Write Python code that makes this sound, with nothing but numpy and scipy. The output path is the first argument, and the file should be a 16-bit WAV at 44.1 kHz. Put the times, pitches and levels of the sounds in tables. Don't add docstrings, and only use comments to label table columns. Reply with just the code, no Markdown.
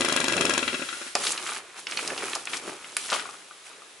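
import sys
import numpy as np
from scipy import signal
from scipy.fft import rfft, irfft
from scipy.io import wavfile

SR = 44100
rng = np.random.default_rng(int(sys.argv[2]) if len(sys.argv) > 2 else 0)


def store_wav(level_fs):
    pcm = np.round(np.clip(np.atleast_2d(level_fs), -1, 1) * 32767)
    wavfile.write(sys.argv[1], SR, pcm.T.astype(np.int16))


N = 176400

# start_s, level_db
FIRINGS = [(.0075,0),(0.0476,1),(0.0847,0),(0.1241,1.5),(0.1625,3.5),(0.2022,-1.5),(0.2416,-1.5),(0.2817,1),(0.3224,-2.5),(0.366,-2),(0.4092,3),(0.4517,1.5),(0.4952,1.5),(0.5364,-1.5),(0.5779,1.5)]
# start_s, puff_db, rattle_db
COAST_STROKES = [(0.626,-0.5,-1),(0.676,-4.5,2),(0.728,-4,-8),(0.741,-1.5,-6.5),(0.794,-4,-8.5),(0.818,-4.5,-6.5),(0.886,-37,-8),(0.926,-14,-7.5),(.968,-20,-20),(1.013,-14,-10.5),(1.064,-17,-16.5)]
# centre_hz, width_hz, gain_db
SILENCER_MODES = [(260,78,-6.5),(329,82,3.5),(450,83,-19),(539,66,-0.5),(970,210,-5)]
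REBOUND_S = 0.0105


def puff(level_db, size=4096):
    detune = np.exp(0.045 * rng.standard_normal())
    modes = [(hz * detune, width_hz, db) for hz, width_hz, db in SILENCER_MODES]
    return undb(14 + level_db) * resonate(signal.unit_impulse(size), modes)


def saw_exhaust():
    puffs, wheeze_env = np.zeros((2, N))
    for start_s, db in FIRINGS:
        add(puffs, start_s - 0.00088, puff(db / 2))
        add(puffs, start_s + REBOUND_S, puff(db / 2 - 5.5))
    for start_s, puff_db, _ in COAST_STROKES:
        add(puffs, start_s, cut(puff(puff_db), 540, "low"))
        wheeze_env += undb(puff_db) * burst(start_s, 0.0024, 0.0058)
    wheeze = resonate(cut(wheeze_env * rng.standard_normal(N), 590, "low"), SILENCER_MODES)
    return cut(cut(puffs + undb(-10) * wheeze, 188, "high"), 2600, "low")


def saw_mechanics(casing_q=14.1, pan_db=9):
    casing_modes = [(1150,-5),(1410,3.5),(1630,3),(2000,1.5),(2400,-0.5),(2660,4),(3250,1.5),(3870,-0.5),(5300,-0.5),(6740,-2.5),(8750,-11),(10400,-23)]  # centre_hz, gain_db
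    whirr_levels = [(.39,-3.5),(.85,-5.5),(1.08,-7),(1.2,-19)]
    rush_spectrum = [(150,-37),(600,-6.5),(1500,3.5),(11000,-0.5)]  # freq_hz, density_db
    clack_env, rattle_env, clink_env = np.zeros((3, N))
    for start_s, db in FIRINGS:
        clack_env += undb(db) * burst(start_s, 0.0012, 0.0028)
        rattle_env += undb(db / 2 - 1) * burst(start_s + REBOUND_S, 0.00028, 0.011)
    for start_s, _, rattle_db in COAST_STROKES:
        clink_env += undb(rattle_db) * burst(start_s, 0.0014, 0.014)
        rattle_env += undb(rattle_db) * burst(start_s, 0.0034, 0.01)
    whirr_env = curve(whirr_levels)
    clack = undb(-13) * clack_env * noise(1.0)
    rattle = undb(-13) * cut(rattle_env * grains(1800, 1.14, 0.71), 3440, "low")
    whirr = undb(-41.5) * whirr_env * noise(0.25)
    casing = resonate(clack + rattle + whirr, [(hz, hz / casing_q, db) for hz, db in casing_modes])
    clink = undb(-9.5) * band(clink_env * noise(0.26), casing_modes[1][0], width_hz=84)
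    rush = undb(-31.5) * colour((whirr_env + undb(6) * clack_env) * noise(1.02), rush_spectrum)
    return (cut(casing, 960, "high") + clink) * pan(pan_db) + rush


def saw_rumble():
    levels = [(.02,-34),(.08,-39),(.3,-38.5),(.38,-29.5),(.52,-37),(.85,-54.5),(1.3,-70)]  # time_s, level_db
    spectrum = [(40,-22),(75,5),(105,-1),(370,6.5),(700,1),(1500,-19)]  # freq_hz, density_db
    return curve(levels) * colour(noise(0.15), spectrum)


def twig_snaps(size=4096):
    snaps = [(1.1529,-3.5,5330,0.00031),(1.1532,-15,2280,0.00069),(1.269,-13,3650,0.0018),(1.3195,-14.5,6800,0.0015),(1.3772,-17,2600,0.001),(1.563,-24.5,2160,0.0013),(1.8695,-15,2750,0.00074),(1.912,-20.5,4470,0.00056),(1.9216,-19.5,2050,0.0015),(1.973,-12.5,2680,0.0011),(1.991,-16,1540,0.0011),(2.0764,-14.5,5300,0.0008),(2.103,-17,1380,0.0009),(2.178,-19.5,2830,0.0015),(2.333,-14,2030,0.00055),(2.352,-14.5,5640,0.0009),(2.4544,-21,6140,0.00055),(2.4722,-17.5,2040,0.0011),(2.534,-19,2150,0.0019),(2.57,-22,5500,0.0012),(2.844,-27.5,2100,0.0016),(2.9674,-10,2070,0.00053),(2.9675,-6.5,9200,0.00057),(3.1014,-18.5,3800,0.0017),(3.129,-19,3020,0.0046),(3.191,-25,1420,0.0035),(3.196,-21,2880,0.00098)]  # start_s, level_db, ring_hz, decay_s
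    out = np.zeros((2, N))
    for start_s, db, ring_hz, decay_s in snaps:
        weight = np.sqrt(decay_s * SR / 2)
        tail_env = undb(-1.5) * burst(0, decay_s, decay_s * 6, size)
        tear = noise(0.067, size) * (burst(0, 0.00016, decay_s, size) + tail_env)
        tear[:, 0] += undb(4) * weight
        ring = unit(band(tear, ring_hz, ring_hz * 0.28))
        crack = unit(cut(cut(tear, ring_hz * 0.5, "high"), ring_hz * 2.07, "low", order=4))
        gain = undb(db - 5.5) * weight / np.sqrt(size)
        add(out, start_s, gain * (ring + crack) * contact_pan(start_s))
    return out


def log_knocks(t60_at_1khz_s=0.036, size=8192):
    knocks = [(1.1523,-15.5,730),(1.491,-26.5,1570),(1.52,-30,1470),(2.12,-26,567),(2.234,-27,375),(2.359,-27,860),(2.678,-26.5,403),(2.726,-31,440),(3.121,-22.5,1190),(3.126,-21.5,706),(3.146,-25.5,1210),(3.255,-32,1160),(3.289,-34.5,1130),(3.341,-41.5,1150),(3.51,-39.5,1230),(3.714,-45.5,1000),(3.785,-44,400),(3.819,-43,1400)]  # start_s, level_db, centre_hz
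    log_modes = [(410,-0.5),(560,-4.5),(680,-2),(830,-2),(1050,-9),(1200,5.5),(1420,2.5),(2400,8)]  # pitch_hz, gain_db
    out, age_s = np.zeros((2, N)), np.arange(size) / SR
    mode_hz, mode_db = np.array(log_modes).T[:, :, None]
    fade = np.exp(-np.log(1000) * age_s / t60_at_1khz_s * np.sqrt(mode_hz / 1000))
    for start_s, db, centre_hz in knocks:
        weight = undb(mode_db) / (1 + (np.log2(mode_hz / centre_hz) / 0.6) ** 2)
        detuned_hz = mode_hz * (1 + 0.031 * rng.standard_normal(mode_hz.shape))
        polarity = rng.choice([-1, 1], mode_hz.shape)
        ring = (polarity * weight * np.sin(2 * np.pi * detuned_hz * age_s) * fade).sum(0)
        crunch = band(noise(0.35, size) * burst(0, 0.001, 0.011, size), centre_hz, centre_hz * 0.8)
        knock = undb(-2) * ring + undb(16 + db / 2) * crunch
        add(out, start_s, undb(db) * knock * contact_pan(start_s))
    return cut(out, 226, "high")


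def contact_pan(time_s):
    path = [(1.15,-0.5),(1.95,-3),(2.46,0),(2.54,7),(2.97,-1),(3.12,5)]  # time_s, left_over_right_db
    return pan(np.interp(time_s, *np.array(path).T))


def branches():
    drag_levels = [(1.148,-88,-84,-98),(1.16,-45,-43,-37),(1.25,-42,-32,-25),(1.31,-45.5,-36.5,-27),(1.37,-50.5,-39.5,-38),(1.49,-50,-37.5,-32),(1.58,-49,-41,-36),(1.63,-54.5,-51,-57),(1.74,-61,-54,-60),(1.785,-56,-43,-35.5),(1.86,-56,-64,-50.5),(1.89,-53,-40,-39),(1.97,-47,-50.5,-35),(2.04,-42,-39.5,-34),(2.15,-40,-42,-38.5),(2.25,-44,-35,-32.5),(2.355,-45.5,-40.5,-36),(2.46,-56,-49.5,-45.5),(2.545,-43.5,-37,-30.5),(2.61,-53,-48,-43.5),(2.69,-38,-39.5,-37.5),(2.78,-53,-50,-47.5),(2.96,-55,-52,-43),(2.98,-53,-52,-34),(3.095,-55.5,-40,-35),(3.14,-44.5,-30,-27.5),(3.24,-49.5,-46,-41.5),(3.42,-62,-56,-49.5),(3.63,-68,-63,-57),(3.67,-66,-46.5,-42.5),(3.75,-62.5,-53.5,-58),(4,-63,-75,-73)]  # time_s, limb_db, bark_db, leaf_db
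    # freq_hz, density_db
    limb_spectrum = [(25,-30),(70,-13.5),(220,0.5),(380,9),(600,1.5),(1000,-1.5),(2500,-51)]
    bark_spectrum = [(250,-47),(600,-4),(1300,5),(1800,0.5),(2500,2),(4000,-17),(9000,-41)]
    leaf_spectrum = [(1200,-38),(3000,-7.5),(4800,-10),(11000,-10)]
    limbs = colour(grains(900, 0.72, 0.14) * curve(drag_levels, column=1), limb_spectrum)
    bark = colour(grains(1500, 3, 0.5) * curve(drag_levels, column=2), bark_spectrum)
    leaves = colour(grains(3000, 2.6, 0.83) * curve(drag_levels, column=3), leaf_spectrum)
    return limbs + bark + leaves


def garden_echo(x, t60_s=0.35, size=22050):
    tail = cut(rng.standard_normal((2, size)), 6350, "low", order=1)
    tail *= burst(0.003, 0.0014, t60_s / np.log(1000), size)
    mono_lows = undb(-3.5) * cut(tail[0], 1350, "low", order=1)
    tail = cut(tail, 860, "high", order=1) + mono_lows
    return x + undb(-11) * signal.fftconvolve(x, unit(tail) / np.sqrt(size), axes=1)[:, :N]


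def outdoor_air():
    # freq_hz, density_db
    spectrum = [(30, -49), (200, -29), (400, 0.5), (2200, -4), (3900, -1.5), (4900, -25), (11000, -15.5)]
    return undb(-55.5) * colour(noise(0.64), spectrum)


def undb(db):
    return 10 ** (np.asarray(db) / 20)


def unit(x):
    return x / np.sqrt(np.mean(x ** 2))


def curve(rows, column=1):
    rows = np.array(rows)
    return undb(np.interp(np.arange(N) / SR, rows[:, 0], rows[:, column]))


def pan(left_over_right_db):
    return undb(np.array([[1], [-1]]) * left_over_right_db / 2)


def noise(spread, size=N):
    white = rng.standard_normal((3, size))
    return (white[0] + spread * white[1:]) / np.sqrt(1 + spread ** 2 / 2)


def grains(rate_hz, scatter_db, spread):
    hits = rng.random(N) < rate_hz / SR
    gains = undb(scatter_db * np.minimum(rng.exponential(size=N), 5))
    power = signal.lfilter([1], [1, -0.92], (hits * gains) ** 2)
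    return unit(np.sqrt(power) * noise(spread))


def colour(x, spectrum):
    hz, db = np.array(spectrum).T
    gain = undb(np.interp(np.log(np.fft.rfftfreq(N, 1 / SR) + 1), np.log(hz), db))
    return irfft(rfft(x) * unit(gain), N)


def band(x, hz, width_hz):
    hz = min(hz, SR / 3)
    return signal.lfilter(*signal.iirpeak(hz, hz / min(width_hz, SR / 3), fs=SR), x)


def cut(x, hz, kind, order=2):
    return signal.sosfilt(signal.butter(order, min(hz, SR / 3), kind, fs=SR, output="sos"), x)


def resonate(x, modes):
    return sum(undb(db) * band(x, hz, width_hz) for hz, width_hz, db in modes)


def burst(start_s, attack_s, decay_s, size=N):
    age_s = np.maximum(np.arange(size) / SR - start_s, 0)
    fade = np.exp(-np.minimum(np.maximum(age_s - attack_s, 0) / decay_s, 20))
    return np.minimum(age_s / attack_s, 1) * fade


def add(out, start_s, sound):
    i = max(int(start_s * SR), 0)
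    out[..., i:i + sound.shape[-1]] += sound[..., :N - i]


def scene():
    saw = saw_exhaust() + saw_mechanics() + saw_rumble()
    return garden_echo(saw + twig_snaps() + log_knocks()) + branches() + outdoor_air()


def record(dry):
    ceiling, top_hz = 0.8, 11080
    lowpass = signal.ellip(10, 0.2, 75, top_hz, fs=SR, output="sos")
    return signal.sosfilt(lowpass, ceiling * np.tanh(dry / ceiling))


dry = scene()
out = record(dry)
store_wav(out)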